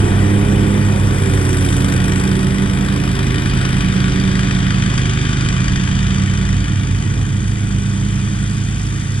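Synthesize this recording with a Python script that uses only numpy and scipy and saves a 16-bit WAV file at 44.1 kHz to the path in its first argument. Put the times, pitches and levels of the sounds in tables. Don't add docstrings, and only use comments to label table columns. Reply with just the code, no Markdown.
import sys
import numpy as np
from scipy import signal
from scipy.fft import rfft, irfft, next_fast_len
from scipy.io import wavfile
from scipy.ndimage import uniform_filter1d

SR = 44100
rng = np.random.default_rng(int(sys.argv[2]) if len(sys.argv) > 2 else 0)


def persist_wave(psi):
    counts = np.round(np.clip(psi, -1, 1) * 32767).astype(np.int16)
    wavfile.write(sys.argv[1], SR, np.atleast_2d(counts).T)


N = 405719
TIME = np.arange(N) / SR

SECOND_FIRING = 3 / 8
LEAVING_LAG, UNSEEN_LAG, CRANK_PHASE = .2043, -.023, .5


def gain_of(db):
    return 10 ** (np.asarray(db) / 20)


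def evened(x):
    return x / np.sqrt(np.mean(x ** 2) + 1e-20)


def read(points, hz):
    f, value = np.transpose(points)
    return np.interp(np.log(hz + 1), np.log(f + 1), value)


def curve(table):
    return np.interp(TIME, *np.transpose(table))


def wander(top_hz):
    steps = 1024
    hz = np.fft.rfftfreq(steps, 1 / 100)
    lowpass = 1 / np.sqrt(1 + (hz / top_hz) ** 8)
    slow = irfft(rfft(rng.standard_normal(steps)) * lowpass, steps)
    return np.interp(TIME * 100, np.arange(steps), evened(slow))


# (frequency [Hz], likeness [0-1])
PORT_LIKENESS = [(300, .995), (600, .95), (2000, .92), (6000, .85), (10000, .72)]


def noise(spectrum, envelope, band_hz, patchy_db, size=512):
    hz, _, z = signal.stft(rng.standard_normal((2, N)) * envelope, SR, nperseg=size)
    patches = uniform_filter1d(rng.standard_normal(z[0].shape), size=5, axis=0)
    patches = uniform_filter1d(patches, size=9, axis=1)
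    same = np.clip(read(PORT_LIKENESS, hz), 0, 1)[:, None]
    z = np.array([z[0], same * z[0] + np.sqrt(1 - same ** 2) * z[1]])
    z *= gain_of(spectrum(hz)[:, None] + patchy_db * evened(patches))
    inside = (hz > band_hz[0]) & (hz < band_hz[1])
    share = np.sum(abs(z[0, inside]) ** 2) / np.sum(abs(z[0]) ** 2)
    return evened(signal.istft(z, SR, nperseg=size)[1][:, :N]) / np.sqrt(share)


def hum(turns, level_db, unsteady=1):
    sway_db = .6 * unsteady * wander(6.9)
    drift = .018 * unsteady * wander(5.2)
    return np.sqrt(2) * gain_of(level_db + sway_db) * np.cos(2 * np.pi * (turns + drift))


# (time [s], rate [Hz])
LEAVING_SPEED = [(0, 26.63), (.5, 27.35), (.8, 27.53), (1.2, 26.51), (1.55, 25.37), (2.05, 25.45),
                 (2.8, 26.59), (3, 26.14), (3.4, 26.16), (4, 25.4), (4.25, 25.78), (4.5, 25.52),
                 (4.8, 25.69), (5.3, 25.49), (5.8, 25.89), (7, 26.29), (7.8, 26.33), (8.4, 26.75),
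                 (9.2, 27.0)]
# (time [s], rate [Hz])
UNSEEN_SPEED = [(0, 28.45), (1.1, 28.25), (2.1, 27.03), (2.6, 27.6), (3.15, 28.62), (4, 27.03),
                (4.4, 28.214), (4.9, 28.394), (5.6, 27.944), (6.35, 26.814), (7.15, 28.244), (7.6, 28.164),
                (7.95, 27.754), (8.5, 28.424), (9, 27.554), (9.2, 27.764)]


def engine_turns(speed):
    return np.cumsum(curve(speed)) / SR


# (time [s], share [0-1])
FACING = [(0, 0.21), (.6, 0.15), (1.2, 0.28), (1.9, 0.73), (2.7, 0.47), (3.6, 0.89), (5.2, 1), (6.1, 0.92),
          (7.5, 0.07), (8.1, 0.31), (9.2, 0.2)]


def heard_db(start_db, facing_db, fade_db_per_s):
    return start_db + facing_db * curve(FACING) - fade_db_per_s * TIME


# (multiple of the cycle rate, leaving mower level [dB], unseen mower level [dB])
MUFFLER = [(1, -22, -13), (3, -7.5, -7), (4, -26, -4), (5, 0, -2), (6, -6, -4), (7, -9, -4),
           (8, -17.5, -7.5), (9, -14, -10.5), (10, -21.5, -19), (11, -17, -17.5), (12, -24.5, -43),
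           (26, -32, -40), (28, -30, -40), (30, -45, -47), (32, -41, -47)]


def exhaust(turns, level_db, lag, order, dull_db=0):
    out = np.zeros(N)
    for row in MUFFLER:
        k = round(row[0])
        pair_phase = np.angle(1 + 0.91 * np.exp(-2j * np.pi * k * SECOND_FIRING))
        harmonic_db = row[order] - dull_db * np.clip(k - 5, 0, 4)
        flutter = gain_of(harmonic_db + 1.2 * wander(9.8))
        out += flutter * np.cos(2 * np.pi * (k * (turns - lag) + 0.4) + pair_phase)
    return np.sqrt(2) * gain_of(level_db) * out


# (start level turned aside [dB], gain when facing [dB], fade with distance [dB/s])
EXHAUST_LAW = (-23, 5.05, 0.29)


def leaving_exhaust(turns):
    dull_db = 1 - curve(FACING)
    return exhaust(turns, heard_db(*EXHAUST_LAW), LEAVING_LAG, order=1, dull_db=dull_db)


# (start level turned aside [dB], gain when facing [dB], fade with distance [dB/s])
CRANK_LAW = (-24.5, 0.92, 0.32)


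def leaving_crank(turns):
    return hum(2 * (turns - LEAVING_LAG) + CRANK_PHASE, heard_db(*CRANK_LAW))


# (time [s], level [dB])
LOW_HUM = [(0, -15), (1.3, -16.5), (2, -20), (2.8, -27), (4.4, -29), (5.4, -29), (6.2, -20), (6.8, -19.5),
           (7.4, -22.5), (8.2, -48), (8.7, -49), (9.2, -26)]
# (blade partial, first spindle level [dB], second spindle level [dB], loudest at [s],
#                  loss one second either side, growing with the square of time [dB])
BLADE_HUM = [(2, -24.5, -22, 2.6, .28), (2.5, -50, -33, 3.6, 6), (3, -34, -29.5, 1.2, .55),
             (4, -37, -30.5, .3, .36), (5, -43, -38, .6, 1.6), (6, -49, -48, 1.5, .6),
             (7.5, -56, -48, 1, .4), (8, -52, -52, 1.5, .6)]


def blades(turns):
    passes = 3.689 * turns
    in_step_s = .52
    slip = .0102
    gained = slip * (turns - np.interp(in_step_s, TIME, turns))
    out = hum(passes - .25, curve(LOW_HUM))
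    for k, first_db, second_db, loudest_s, fade in BLADE_HUM:
        pair = gain_of(first_db) + gain_of(second_db) * np.exp(2j * np.pi * k * gained)
        level_db = 20 * np.log10(abs(pair) + 1e-6) - fade * (TIME - loudest_s) ** 2
        pair_turns = np.angle(pair) / (2 * np.pi)
        out += hum(k * passes + rng.random() + pair_turns, level_db, unsteady=np.sqrt(k))
    return out


# (time [s], level [dB])
HARD_FIRINGS = [(3.192, 3), (3.652, 5), (3.808, 3), (4.277, 2.5), (4.355, 2.5), (4.395, 2.5), (4.511, 4),
                (4.704, 3.5), (4.822, 4), (4.863, 2.5), (4.978, 5), (5.056, 2.5), (5.094, 3.5), (5.331, 3),
                (5.409, 4), (5.487, 5), (5.683, 4.5), (5.759, 3.5)]


def strengths(turns, start, spread_db, hard=()):
    strength = gain_of(spread_db * rng.standard_normal((int(turns[-1]) + 2, 2)))
    for s, db in hard:
        cycle = round(np.interp(s, TIME, turns) - start + 1)
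        strength[cycle, 0] = gain_of(db)
    return strength


def puffs(turns, start, second_db, strength):
    out = np.zeros(N)
    for k, (at, db) in enumerate([(start, 0), (start + SECOND_FIRING, second_db)]):
        since = (turns - at) % 1
        burst = (1 - np.exp(-since / .018)) * np.exp(-since / .13)
        cycle = np.floor(turns - at + 1).astype(int)
        out += gain_of(db) * strength[cycle, k] * burst
    return evened(out)


# (time [s], share [0-1])
CHOP = [(0, 0.1), (1.3, 0.49), (1.9, 0.8), (2.5, 0.67), (3.5, 0.62), (5, 0.47), (6, 0.59), (7, 0.58),
        (8.2, 0.25), (9.2, 0.14)]


def chopped_bursts(firings):
    chopped = np.clip(curve(CHOP), 0, 1)
    return np.sqrt(1 - chopped + chopped * puffs(*firings) ** 2)


# (frequency [Hz], level [dB])
CLATTER = [(600, -1.9), (900, -3.5), (1150, -1.6), (1500, -0.0), (1900, -0.3), (2200, -4.6), (2450, -2.2),
           (2750, -6.0), (3000, -4.6), (3400, -6.8), (3700, -9.1), (4100, -15), (4250, -15.8),
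           (4550, -12.2), (5200, -11.6), (5600, -12.9), (6000, -8.5), (6250, -10.5), (6500, -17.0),
           (6900, -12), (7700, -8.0), (8050, -12.8), (9000, -13.3), (10000, -16.5), (11300, -25.5),
           (12000, -25.8), (14500, -45.1)]
# (frequency [Hz], level [dB])
RINGS = [(1150, 4), (1480, 4), (1880, 3), (2420, 1.3), (3160, 1), (3600, 3), (4660, 3)]


def part(low_hz, high_hz):
    def shape(hz):
        half_width = .035
        rings_db = sum(db / (1 + ((hz / f - 1) / half_width) ** 2) for f, db in RINGS)
        edges = (1 + (low_hz / (hz + 1)) ** 8) * (1 + (hz / high_hz) ** 8)
        return read(CLATTER, hz) + rings_db - 10 * np.log10(edges)
    return shape


# (start level turned aside [dB], gain when facing [dB], fade with distance [dB/s])
CLATTER_LAW = (-30, 5.55, 0.79)
HISS_LAW = (-39, 8.87, 0.061)
# (time [s], level [dB])
FIZZ = [(0, -38), (1.1, -37), (1.7, -31.5), (2.5, -38), (3.5, -40), (5, -44), (9.2, -45)]


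def clatter(bursts):
    mid = noise(part(1024, 3210), bursts ** 0.41, (1000, 2700), 1.0, size=1024)
    hiss = noise(part(2750, 8200), bursts ** .8, (2800, 8000), 1.0, size=512)
    fizz = noise(part(7130, 14600), bursts ** 0.67, (8500, 12000), 2.4, size=256)
    out = gain_of(heard_db(*CLATTER_LAW)) * mid
    out += gain_of(heard_db(*HISS_LAW)) * hiss
    return out + gain_of(curve(FIZZ)) * fizz


# (frequency [Hz], half width [Hz], level [dB])
TAILPIPE = [(1613, 49, 6), (3170, 180, -1.5), (4900, 280, -18)]
# (start level turned aside [dB], gain when facing [dB], fade with distance [dB/s])
TAILPIPE_LAW = (-54.5, 18.4, 0.28)


def tailpipe(bursts):
    def shape(hz):
        power = sum(gain_of(db) ** 2 / (1 + ((hz - f) / width) ** 2) ** 2 for f, width, db in TAILPIPE)
        return 10 * np.log10(power)
    return gain_of(heard_db(*TAILPIPE_LAW)) * noise(shape, bursts, (1000, 6000), 2.0, size=512)


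# (start level turned aside [dB], gain when facing [dB], fade with distance [dB/s])
KNOCK_LAW = (-45.5, 11.3, 0.6)


def knocks(turns, start, second_db, strength):
    t60_s, jitter_s = .03, .0002
    vary_db, tilt_db = 2.5, -3.5
    cycles = np.arange(len(strength))[:, None] - 1 + start + np.array([0, SECOND_FIRING])
    s = np.interp(cycles, turns, TIME) + jitter_s * rng.standard_normal(strength.shape)
    at = np.clip((s * SR).astype(int), 0, N - 1)
    t = TIME[:2048]
    out = np.zeros(N)
    for f, db in RINGS:
        blows = np.zeros(N)
        blow_db = np.array([0, second_db]) + vary_db * rng.standard_normal(at.shape)
        blows[at] = strength * gain_of(blow_db)
        decay = gain_of(db + tilt_db * np.log2(f / RINGS[0][0]) - 60 * t / t60_s)
        ring = decay * np.sin(2 * np.pi * f * t) * np.minimum(t / 0.00086, 1)
        out += signal.oaconvolve(blows, ring)[:N]
    return gain_of(heard_db(*KNOCK_LAW)) * evened(out)


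# (frequency [Hz], level [dB])
ROAR = [(100, 6.5), (210, 10.5), (330, 9.5), (450, 1.5), (600, -3), (900, -2.5), (1500, -14.5), (3000, -79)]
# (start level turned aside [dB], gain when facing [dB], fade with distance [dB/s])
ROAR_LAW = (-29.5, 0.12, 1.77)


def roar():
    return gain_of(heard_db(*ROAR_LAW)) * noise(lambda hz: read(ROAR, hz), 1, (420, 900), 1.0, size=2048)


# (frequency [Hz], level [dB])
RUMBLE = [(40, -25), (70, -12), (95, 1), (130, 1.5), (200, -2), (300, -8), (600, -50), (2000, -100)]


def rumble():
    level_db = heard_db(*EXHAUST_LAW) - 12
    return gain_of(level_db) * noise(lambda hz: read(RUMBLE, hz), 1, (40, 400), 0, size=4096)


# (time [s], level [dB])
UNSEEN_EXHAUST = [(0, -52), (2, -35), (4, -36), (6.3, -36), (7.2, -29), (9.2, -35.5)]
UNSEEN_THUMP = [(0, -29), (2.6, -45), (3.4, -30), (4.5, -54), (6.3, -22), (7.3, -32), (9.2, -34)]
# (time [s], level [dB])
UNSEEN_BLADES = [(0, -30), (1.2, -29), (2.6, -31), (3.4, -21.5), (4, -30), (4.8, -22), (5.5, -24.5),
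                 (6, -29), (7.3, -20), (8, -19), (9.2, -21.5)]
# (blade partial, level [dB])
UNSEEN_HUM = [(1, -1), (2, -13.5), (3, -20), (4, -27)]


def unseen_tones(turns):
    out = exhaust(turns, curve(UNSEEN_EXHAUST), UNSEEN_LAG, order=2)
    out += hum(2 * (turns - UNSEEN_LAG) + CRANK_PHASE, curve(UNSEEN_THUMP))
    passes = 3.7037 * turns - .38
    for k, db in UNSEEN_HUM:
        out += hum(round(k) * passes, curve(UNSEEN_BLADES) + db)
    return out


# (time [s], level [dB])
UNSEEN_FIZZ = [(6.2, -82), (7, -42.5), (9.2, -38.5)]


def unseen_fizz(turns):
    bursts = puffs(turns, .9, 0.72, strengths(turns, .9, 1.5))
    fizz = noise(part(5000, 20000), bursts ** .7, (5000, 12000), 2.2, size=256)
    return gain_of(curve(UNSEEN_FIZZ)) * fizz


# (frequency [Hz], half width [Hz], early level [dB], late level [dB])
TREBLE_BANDS = [(3900, 210, 1, -2.5), (5100, 280, -1, -2.5), (6660, 340, -11, 5), (11900, 1400, 1, -11.5)]
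# (time [s], share [0-1])
LATE_SHARE = [(3.6, 0), (5, 0.9), (6.4, 0.97)]


def shifted(x):
    hz, t, z = signal.stft(x, SR, nperseg=512)
    late = np.clip(np.interp(t, *np.transpose(LATE_SHARE)), 0, 1)
    db = 0
    for f, width, early_db, late_db in TREBLE_BANDS:
        band = np.exp(-((hz - f) / width) ** 2)
        db = db + np.outer(band, early_db + (late_db - early_db) * late)
    return signal.istft(z * gain_of(db), SR, nperseg=512)[1][:, :N]


# (frequency [Hz], level [dB])
ROAD = [(300, -20), (550, -1), (750, 9), (1000, -6), (1500, -21), (3000, -18)]


def road():
    return gain_of(-48.5) * noise(lambda hz: read(ROAD, hz), 1, (500, 1200), 0.59, size=2048)


# (middle [s], half length [s], level [dB])
GUSTS = [(.1, .3, -30), (3.55, .25, -31), (4.45, .25, -33), (5, .2, -33), (5.75, .2, -32)]


def wind():
    power = gain_of(-46) ** 2
    for s, half, db in GUSTS:
        power = power + gain_of(db) ** 2 * np.exp(-((TIME - s) / half) ** 2)
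    lumps = gain_of(1.5 * wander(6))
    # (frequency [Hz], level [dB])
    low = [(15, -23), (25, 2), (40, -4), (60, -8), (120, -20), (300, -75), (1000, -110)]
    return np.sqrt(power) * noise(lambda hz: read(low, hz), lumps, (15, 42), 0, size=4096)


def scene():
    leaving, unseen = engine_turns(LEAVING_SPEED), engine_turns(UNSEEN_SPEED)
    tones = leaving_exhaust(leaving) + leaving_crank(leaving) + blades(leaving) + unseen_tones(unseen)
    start = .086
    firings = leaving, start, -5.5, strengths(leaving, start, .6, HARD_FIRINGS)
    bursts = chopped_bursts(firings)
    treble = clatter(bursts) + tailpipe(bursts) + knocks(*firings) + unseen_fizz(unseen)
    return tones + shifted(treble) + roar() + rumble() + road() + wind()


# (frequency [Hz], left minus right level [dB], left lead [rad])
PORTS = [(50, -1.0, -0.25), (110, -2.2, -0.25), (250, -5.0, -0.2), (430, -9.7, 0.26), (560, -7.7, 1.36),
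         (760, -1.2, 1.9), (1000, 3.9, 1.79), (1700, 7.8, 1.64), (2150, 13.0, 1.7), (2450, 4.2, 0.69),
         (2800, 7.1, 4.29), (3150, 0.9, 6.12), (3800, -1.3, 6.39), (4250, -0.5, 8.06), (4700, -6.0, 7.72),
         (6000, -3.1, 8.99), (7000, 0.1, 9.26), (8500, -0.8, 9.89), (11000, 0.7, 9.51), (15000, -0.8, 9.4)]


def record(dry):
    size = next_fast_len(N + 4096)
    hz = np.fft.rfftfreq(size, 1 / SR)
    f, balance_db, lead = np.transpose(PORTS)
    ratio = gain_of(read(np.c_[f, balance_db], hz))
    turn = np.exp(.5j * read(np.c_[f, lead], hz))
    ports = np.array([ratio * turn, 1 / turn]) * np.sqrt(2 / (1 + ratio ** 2))
    wet = irfft(rfft(dry, size) * ports, size)[:, :N]
    wet = 1.6 * np.tanh(wet / 1.6)
    lowpass = signal.firwin(511, 15000, window=("kaiser", 9), fs=SR)
    return signal.oaconvolve(wet, lowpass[None], "same")


dry = scene()
out = record(dry)
persist_wave(out)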